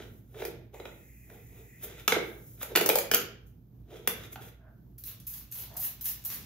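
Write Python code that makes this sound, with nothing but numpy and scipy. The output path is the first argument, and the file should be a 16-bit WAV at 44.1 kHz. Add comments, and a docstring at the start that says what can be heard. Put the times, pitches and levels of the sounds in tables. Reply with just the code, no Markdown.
"""A table in a small room, heard from close by through two microphone ports, over a low appliance hum.
From the start a thin plastic lid is dragged over a mat and knocked about, ringing its walls, the air
under it and the table; a hand slides on it, and the hardest knocks come between 2 and 3.2 s.
Near 4.7 s comes a faint, breathy squeak. From 5 s a trigger bottle mists the lid six times: the pump
ticks, the nozzle hisses, droplets patter and the liquid sloshes once. The room answers each sound."""
import sys
import numpy as np
from scipy import signal
from scipy.fft import rfft, irfft
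from scipy.io import wavfile
from scipy.ndimage import uniform_filter1d

SR = 44100
rng = np.random.default_rng(int(sys.argv[2]) if len(sys.argv) > 2 else 0)


def store_wav(level_fs):
    """Save 16-bit WAV to argv[1]."""
    pcm = np.round(np.clip(np.atleast_2d(level_fs), -1, 1) * 32767)
    wavfile.write(sys.argv[1], SR, pcm.T.astype(np.int16))


N = 284489
TIME_S = np.arange(N) / SR


def amp(db):
    return 10 ** (np.asarray(db) / 20)


def unit_rms(x):
    return x / np.sqrt(np.mean(x ** 2) + 1e-20)


def curve_at(points, hz):
    """Read a curve along a logarithmic frequency axis."""
    freq_hz, value = np.transpose(points)
    return np.interp(np.log(hz + 1), np.log(freq_hz + 1), value)


def colour(x, spectrum):
    """Causal filter with the given dB spectrum; returns one row a channel."""
    log_gain = np.log(amp(curve_at(spectrum, np.abs(np.fft.fftfreq(4096, 1 / SR)))))
    taps = np.fft.ifft(np.exp(log_gain - 1j * signal.hilbert(log_gain).imag)).real[:2048]
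    return signal.oaconvolve(np.atleast_2d(x), taps[None], axes=1)[:, :N]


def ring(x, modes):
    """Sum of damped modes, neighbours of opposite sign."""
    out = np.zeros(len(x))
    for k, (hz, width_hz, db) in enumerate(modes):
        r = np.exp(-np.pi * width_hz / SR)
        feedback = [1, -2 * r * np.cos(2 * np.pi * hz / SR), r * r]
        out += (-1) ** k * amp(db) * signal.lfilter([1 - r, 0, r - 1], feedback, x)
    return out


def grit(spread_db, clump_samples):
    """Noise whose strength jumps about in short clumps."""
    clumps = unit_rms(uniform_filter1d(rng.standard_normal(N), clump_samples))
    return unit_rms(rng.standard_normal(N) * amp(spread_db * clumps))


def envelope(curves, fade_s=0.0053):
    """Gain over time from a list of dB curves, silent outside them."""
    out = np.zeros(N)
    for time_s, level_db in map(np.transpose, curves):
        fade = np.clip(np.minimum(TIME_S - time_s[0], time_s[-1] - TIME_S) / fade_s, 0, 1)
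        out += fade * amp(np.interp(TIME_S, time_s, level_db))
    return out


def peak(at_s, rise_db_per_s, fall_db_per_s):
    """Gain that climbs to 1 at a moment and then dies."""
    t = TIME_S - at_s
    return amp(np.where(t < 0, rise_db_per_s * t, -fall_db_per_s * t))


def ramp(start_s, rise_s):
    return np.clip((TIME_S - start_s) / rise_s, 0, 1)


# how alike diffuse sound is at the two ports: freq_hz, likeness
PORT_LIKENESS = [(150, 0.96), (500, 0.6), (1200, 0.25), (3000, 0)]

def diffuse_pair(left, other):
    """The ports sit close together, so the right shares the left's bass but not its treble."""
    likeness = np.clip(curve_at(PORT_LIKENESS, np.fft.rfftfreq(len(left), 1 / SR)), 0, 1)
    right = irfft(likeness * rfft(left) + np.sqrt(1 - likeness ** 2) * rfft(other), len(left))
    return np.array([left, right])


# room tone spectrum: freq_hz, density_db
RUMBLE = [(38, -19.5), (65, -14), (76, -15), (102, -7.5), (140, -13), (190, -14.5), (300, -21),
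          (560, -36.5), (2000, -55.5), (7000, -58), (11000, -59), (14000, -48.5)]
# steady motor tones, close neighbours beating: pitch_hz, peak_db
MOTORS = [(50.9, -63), (56.48, -56.5), (59.11, -61), (120.03, -56.5)]
RUMBLE_DB, THROB_S = -55.5, 0.41  # at the throb all the tones are in phase

def appliance_hum():
    """Low drone of the house behind everything: motor tones over a slowly swelling rumble."""
    left, other = (colour(rng.standard_normal(N), RUMBLE)[0] for _ in range(2))
    swell_db = 2.2 * unit_rms(uniform_filter1d(rng.standard_normal(N), size=9000))
    tones = sum(amp(db) * np.cos(2 * np.pi * hz * (TIME_S - THROB_S)) for hz, db in MOTORS)
    return amp(RUMBLE_DB + swell_db) * unit_rms(diffuse_pair(left, other)) + tones


# modes of the lid's walls: pitch_hz, width_hz, level_db
WALL_MODES = [(1384, 220, 1.5), (1735, 310, 0.5), (2310, 660, 1.5), (2640, 430, 3), (3474, 1010, -1),
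              (4045, 490, -1.5), (6804, 6600, -11.5)]
# modes of the air under the lid: pitch_ratio, width_hz, level_db
HOLLOW_MODES = [(.87, 97.1, 1.5), (1.004, 76.2, 5.5), (1.17, 90.3, -3.5), (1.501, 140.4, -6)]
# spectrum of the mat's fine hiss: freq_hz, density_db
MAT_HISS = [(3000, -31.5), (6500, -4.5), (16000, 4.5)]
# stretches of faint, even hiss from the mat: start_s, length_s, level_db
RUSTLES = [(0.002, 0.19, -61.5), (0.75, 1.55, -58), (2.194, 0.36, -54)]
# strokes of the lid over the mat: peak_s, rise_s, fall_s, scrape_db, hiss_db, drone_db
DRAGS = [(0.002, 0.0093, 0.06, -46, -72, -41.5), (0.344, 0.004, 0.093, -65, -86, -50.5),
         (0.409, 0.067, 0.14, -49, -52, -45), (0.48, 0.22, 0.012, -74, -49, -60),
         (0.744, 0.015, 0.027, -53, -50.5, -41.5), (1.34, 0.079, 0.097, -65, -56, -53),
         (1.6, 0.16, 0.056, -64, -56, -55.5), (1.844, 0.029, 0.017, -44.5, -29.5, -49),
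         (1.903, 0.083, 0.07, -49.5, -75, -47.5), (1.998, 0.044, 0.03, -47.5, -47, -53),
         (2.47, 0.017, 0.32, -74.5, -53, -73.5), (2.627, 0.028, 0.017, -41.5, -31.5, -57),
         (2.72, 0.095, 0.031, -54, -50, -45), (3.468, 0.012, 0.035, -97.5, -54.5, -91),
         (3.908, 0.029, 0.21, -61, -63, -47.5), (3.967, 0.043, 0.02, -54, -60, -60),
         (4.249, 0.22, 0.035, -49.5, -50, -54), (4.331, 0.019, 0.012, -51, -37.5, -55),
         (4.42, 0.022, 0.055, -52, -47, -53), (4.488, 0.094, 0.0083, -57.5, -50, -58)]
STROKE_DB, DRONE_HZ = 20, 430  # a stroke gains STROKE_DB over rise_s and loses it over fall_s

def lid_drags():
    """Fibres of the mat pluck the rim: the walls scrape, a hiss rides on top, the hollow drones."""
    scrape_gain, hiss_gain, drone_gain = sum(
        amp(levels_db)[:, None] * peak(peak_s, STROKE_DB / rise_s, STROKE_DB / fall_s)
        for peak_s, rise_s, fall_s, *levels_db in DRAGS)
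    rustle_gain = sum(amp(db) * (ramp(start_s, 0.0069) - ramp(start_s + length_s, 0.0082))
                      for start_s, length_s, db in RUSTLES)
    scrape = unit_rms(ring(grit(3, 120), WALL_MODES))
    hiss = unit_rms(colour(grit(0.54, 120), MAT_HISS)[0])
    drone = unit_rms(ring(grit(3, 400), np.array(HOLLOW_MODES) * [DRONE_HZ, 1, 1]))
    return scrape * scrape_gain + hiss * np.hypot(hiss_gain, rustle_gain) + drone * drone_gain


def blow(contact_s, size):
    """A sharp tap; the contact then builds up in a quick chatter and dies away."""
    age = np.arange(size) / SR / contact_s
    return signal.unit_impulse(size) + rng.standard_normal(size) * age * np.exp(1 - age) / 5


# modes of the table top under the mat: pitch_hz, width_hz, level_db
TABLE_MODES = [(188.9, 9.8, 4.5), (221, 160, -2)]
# knocks on the lid: start_s, blow_db, thud_db, hollow_hz, crack_db
KNOCKS = [(0.3444, -46.5, -61, 470, -63), (0.4208, -31, -25.5, 425, -58), (0.4513, -29.5, -30.5, 441, -21),
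          (0.7996, -33, -31.5, 422, -60), (0.854, -31.5, -34, 547, -70), (1.2997, -43.5, -52, 656, -37),
          (2.0783, -10, -26, 444, -2.5), (2.1217, -8, -19.5, 468, -30.5), (2.165, -28.5, -18, 420, -33),
          (2.613, -32, -42.5, 700, -56), (2.6298, -29, -35, 573, -18), (2.7529, -10, -28.5, 545, -40),
          (2.759, -9, -22.5, 353, 1.5), (2.7719, -14.5, -18.5, 433, -12.5),
          (2.8105, -16.5, -18.5, 426.6, -10), (2.8606, -25.5, -26.5, 567, -5.5),
          (2.8899, -16, -16, 537, -0.5), (2.8983, -13, -19, 428, -20.5), (2.956, -27.5, -17.5, 557, -1.5),
          (2.9858, -20.5, -32, 606, -4.5), (3.1138, -11.5, -24.5, 415, -7), (3.1368, -15.5, -24, 431, -10),
          (3.1452, -16.5, -40.5, 393, 1), (3.1528, -16, -27.5, 453, -20.5), (4.0744, -13.5, -27, 468, -5.5),
          (4.3571, -32, -35.5, 790, -72.5)]
TABLE_DB = -13.5  # relative to the blow
FLEX, SPOT_DB = .03, 1.5  # the grip detunes the wall modes; each spot struck favours other modes
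DULLING, DULL_ABOVE_HZ = 0.16, 1500  # soft blows lose treble: dB per octave for each dB of blow
CRINKLE, CRINKLE_S = .22, .004  # the thin wall snaps, then crinkles on more softly
CRACK_BODY = .75  # 0 thin, 1 full

def lid_knocks(size=4096):
    """Each blow rings walls, table and hollow, whose pitch is higher when the lid tips off the mat."""
    out = np.zeros(N + size)
    t, impulse = np.arange(size) / SR, signal.unit_impulse(size)
    table = ring(impulse, TABLE_MODES)
    for start_s, blow_db, thud_db, hollow_hz, crack_db in KNOCKS:
        force = blow(contact_s=0.0012, size=size)
        thud = ring(impulse, np.array(HOLLOW_MODES) * [hollow_hz, 1, 1])
        modes = []
        for hz, width_hz, db in WALL_MODES:
            flexed_hz = hz * rng.uniform(1 - FLEX, 1 + FLEX)
            dull_db = DULLING * blow_db * max(np.log2(hz / DULL_ABOVE_HZ), 0)
            modes.append((flexed_hz, width_hz, db + SPOT_DB * rng.standard_normal() + dull_db))
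        walls = ring(force, modes)
        crinkle = CRINKLE * rng.standard_normal(size) * np.exp(-t / CRINKLE_S)
        crack = signal.lfilter([1, -2, 1], [1, -CRACK_BODY], force + crinkle)
        layers = [(blow_db, walls), (thud_db, thud), (crack_db, crack), (blow_db + TABLE_DB, table)]
        at = round(start_s * SR)
        out[at:at + size] += sum(amp(db) * x / abs(x).max() for db, x in layers)
    return out[:N]


# friction bands of the hand: pitch_hz, width_hz, level_db
SLIDE_BANDS = [(2003, 470, -2), (2490, 240, -2), (7200, 1500, -5.5)]
# course of the slide: time_s, level_db
SLIDE_LEVELS = [
    [(.74, -57), (.95, -68.5), (1.8, -63.5), (2.0, -60.5)],
]

def hand_slide():
    """A hand slides slowly over the lid: a thin, even hiss, passed twice through each band."""
    hiss = sum(ring(ring(grit(2.5, 2500), [band]), [band]) for band in SLIDE_BANDS)
    return unit_rms(hiss) * envelope(SLIDE_LEVELS)


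# bands of the squeak: pitch_hz, width_hz, level_db
SQUEAK_BANDS = [(650, 34, 4), (1550, 150, -7)]
# course of the squeak: time_s, level_db
SQUEAK_LEVELS = [
    [(4.59, -70.5), (4.685, -57.5), (4.735, -83.5), (4.79, -91.5)],
]

def faint_breathy_squeak():
    """Near 4.7 s, a faint, breathy squeak in two bands, around 650 and 1550 Hz."""
    return unit_rms(ring(grit(2.36, 300), SQUEAK_BANDS)) * envelope(SQUEAK_LEVELS)


SPIT_FALL_DB_PER_S, SPIT_SPLUTTER_DB = 600, -20
JET_RISE_S, JET_SWELL_DB_PER_S, JET_STOP_DB_PER_S = 0.0049, 55, 378
SPLUTTER_SWELL_DB_PER_S, SPLUTTER_LAG_S = 68, 0.0051
DRIBBLE_DB, DRIBBLE_FALL_DB_PER_S = -8, 40  # splutter that trails on after the jet

def trigger_pull(start_s, spit_db, wait_s, jet_s, mist_db, splutter_db):
    """Gains of mist and splutter: a spit, a jet that swells until the piston stops, a dribble."""
    open_s = start_s + wait_s
    stop_s = open_s + jet_s
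    spit = amp(spit_db) * ramp(start_s, 0.0025) * peak(start_s, 0, SPIT_FALL_DB_PER_S)
    mist = amp(mist_db) * ramp(open_s, JET_RISE_S) * peak(stop_s, JET_SWELL_DB_PER_S, JET_STOP_DB_PER_S)
    surge = peak(stop_s, SPLUTTER_SWELL_DB_PER_S, JET_STOP_DB_PER_S)
    dribble = amp(DRIBBLE_DB) * peak(stop_s, 0, DRIBBLE_FALL_DB_PER_S)
    splutter = amp(splutter_db) * ramp(open_s + SPLUTTER_LAG_S, JET_RISE_S) * (surge + dribble)
    return np.array([spit + mist, amp(SPIT_SPLUTTER_DB) * spit + splutter])


# spectra of the fine mist and the coarse splutter: freq_hz, density_db
MIST = [(3000, -30), (6000, -11), (11000, -2), (16000, 5.5)]
SPLUTTER = [(400, -1), (1200, 0.5), (3000, 3.5), (9000, 2.5)]
# pulls of the trigger: start_s, spit_db, wait_s, jet_s, mist_db, splutter_db, patter_db
PULLS = [(4.98, -39.5, 0.069, 0.028, -38.5, -55, -58.5), (5.267, -29, 0.021, 0.094, -41.5, -60, -83),
         (5.513, -37.5, 0.023, 0.07, -37.5, -51, -59), (5.765, -28.5, 0.029, 0.059, -29.5, -52, -57.5),
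         (6.009, -30.5, 0.029, 0.05, -29.5, -54, -55), (6.248, -25, 0.039, 0.051, -37.5, -49.5, -68)]

def nozzle_spray():
    """Liquid tears into droplets at the nozzle: a fine hiss over a coarser splutter."""
    mist_gain, splutter_gain = sum(trigger_pull(*row[:-1]) for row in PULLS)
    mist = unit_rms(colour(grit(2.2, 60), MIST)[0])
    splutter = unit_rms(colour(grit(5.5, 150), SPLUTTER)[0])
    return mist * mist_gain + splutter * splutter_gain


# ticks of trigger and piston: start_s, level_db
TICKS = [(4.986, -36), (5.038, -23), (5.201, -32), (5.338, -24.5), (5.517, -40), (5.523, -20),
         (5.7405, -34), (5.771, -20), (6.011, -25), (6.057, -12.5), (6.088, -16.5), (6.24, -30.5),
         (6.344, -22.5)]

def pump_ticks(size=1024):
    """Plastic parts of the pump snap past each other."""
    out = np.zeros(N + size)
    for start_s, level_db in TICKS:
        at = round(start_s * SR)
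        out[at:at + size] += amp(level_db) * np.diff(blow(contact_s=0.00098, size=size), prepend=0)
    return out[:N]


def droplet_patter():
    """Sparse droplets ring the lid's upper wall modes, loudest as each jet ends."""
    drops = rng.standard_normal(N) * (rng.random(N) < .03)
    gain = sum(amp(patter_db) * peak(start_s + wait_s + jet_s, 380, 690)
               for start_s, _, wait_s, jet_s, *_, patter_db in PULLS)
    return unit_rms(ring(drops, WALL_MODES[3:6])) * gain


# course of the gurgle: time_s, level_db
SLOSH_LEVELS = [
    [(5.7, -62), (5.77, -51.5), (5.83, -95)],
]

def bottle_slosh(pitch_hz=685, width_hz=250):
    """Liquid shifts in the tilted bottle with a short, hollow gurgle."""
    return unit_rms(ring(grit(4.9, 300), [(pitch_hz, width_hz, 0)])) * envelope(SLOSH_LEVELS)


# reverberation time of the small room: freq_hz, t60_s
ROOM_DECAY = [(200, 0.7), (530, 0.48), (1390, 0.48), (3680, 0.45), (9700, 0.24)]

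def room_tail():
    """Dense reflections reach the ports after 2 ms; each band dies at its own speed."""
    taps = rng.choice([-1., 1.], (2, SR)) * (rng.random((2, SR)) < .15)
    taps *= np.clip((np.arange(SR) / SR - .002) / 0.00028, 0, 1)
    hz, t, bands = signal.stft(taps, SR, nperseg=256)
    decay = amp(-60 * t / curve_at(ROOM_DECAY, hz)[:, None])
    tail = signal.istft(bands * decay, SR, nperseg=256)[1][:, :SR]
    return diffuse_pair(*tail)[:, :SR * 3 // 4] / np.linalg.norm(tail[0])


def room(x, crossfade_hz=37):
    """Two reverb tails alternate rapidly, so the room sounds smooth and does not ring."""
    turn = 2 * np.pi * crossfade_hz * TIME_S
    return sum(signal.fftconvolve((x * share)[None], room_tail(), axes=1)[:, :N]
               for share in (np.sin(turn), np.cos(turn)))


# curtains soak up some of the lid's treble before it returns: tap_gain
CURTAINS = [1, .35]

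def scene():
    """At the microphone: the lid close and slightly left, the bottle central with more room on it."""
    lid = lid_knocks() + lid_drags() + hand_slide() + faint_breathy_squeak()
    bottle = nozzle_spray() + pump_ticks() + bottle_slosh() + droplet_patter()
    diffuse = room(amp(-6) * signal.convolve(lid, CURTAINS)[:N]) + appliance_hum()
    left, right = 0.75 * lid + diffuse
    lid_and_hum = np.array([left, np.roll(right, shift=2)])  # these reach the left port first
    return lid_and_hum + amp(-2.5) * bottle + room(amp(1.5) * bottle)


# the microphone's port notch and capsule peak: freq_hz, gain_db
MIC_RESPONSE = [(6500, 0), (8400, -8.5), (10000, -2), (12000, 6), (14000, 3), (15600, -1)]
# its steep drop in the top treble: freq_hz, gain_db
TREBLE_DROP = [(15650, 0), (15900, -36), (17000, -44)]
# imbalance of its two ports: freq_hz, left_minus_right_db
PORT_BALANCE = [(200, -2.5), (2000, -1.5), (8000, 0.5), (13000, -0.5)]
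BASS_CUT_HZ, BAND_LIMIT_HZ = 47, 16968

def record(dry):
    """The close microphone: bass cut, its own colour, unequal ports, band limit."""
    bass_cut = signal.butter(6, BASS_CUT_HZ, "highpass", fs=SR, output="sos")
    coloured = colour(colour(signal.sosfilt(bass_cut, dry), MIC_RESPONSE), TREBLE_DROP)
    tilt = amp(curve_at(PORT_BALANCE, np.fft.rfftfreq(N, 1 / SR)) / 2)
    ports = irfft(rfft(coloured) * [tilt, 1 / tilt], N)
    band_limit = signal.firwin(511, BAND_LIMIT_HZ, window=("kaiser", 9), fs=SR)
    return signal.oaconvolve(ports, band_limit[None], "same")


dry = scene()
out = record(dry)
store_wav(out)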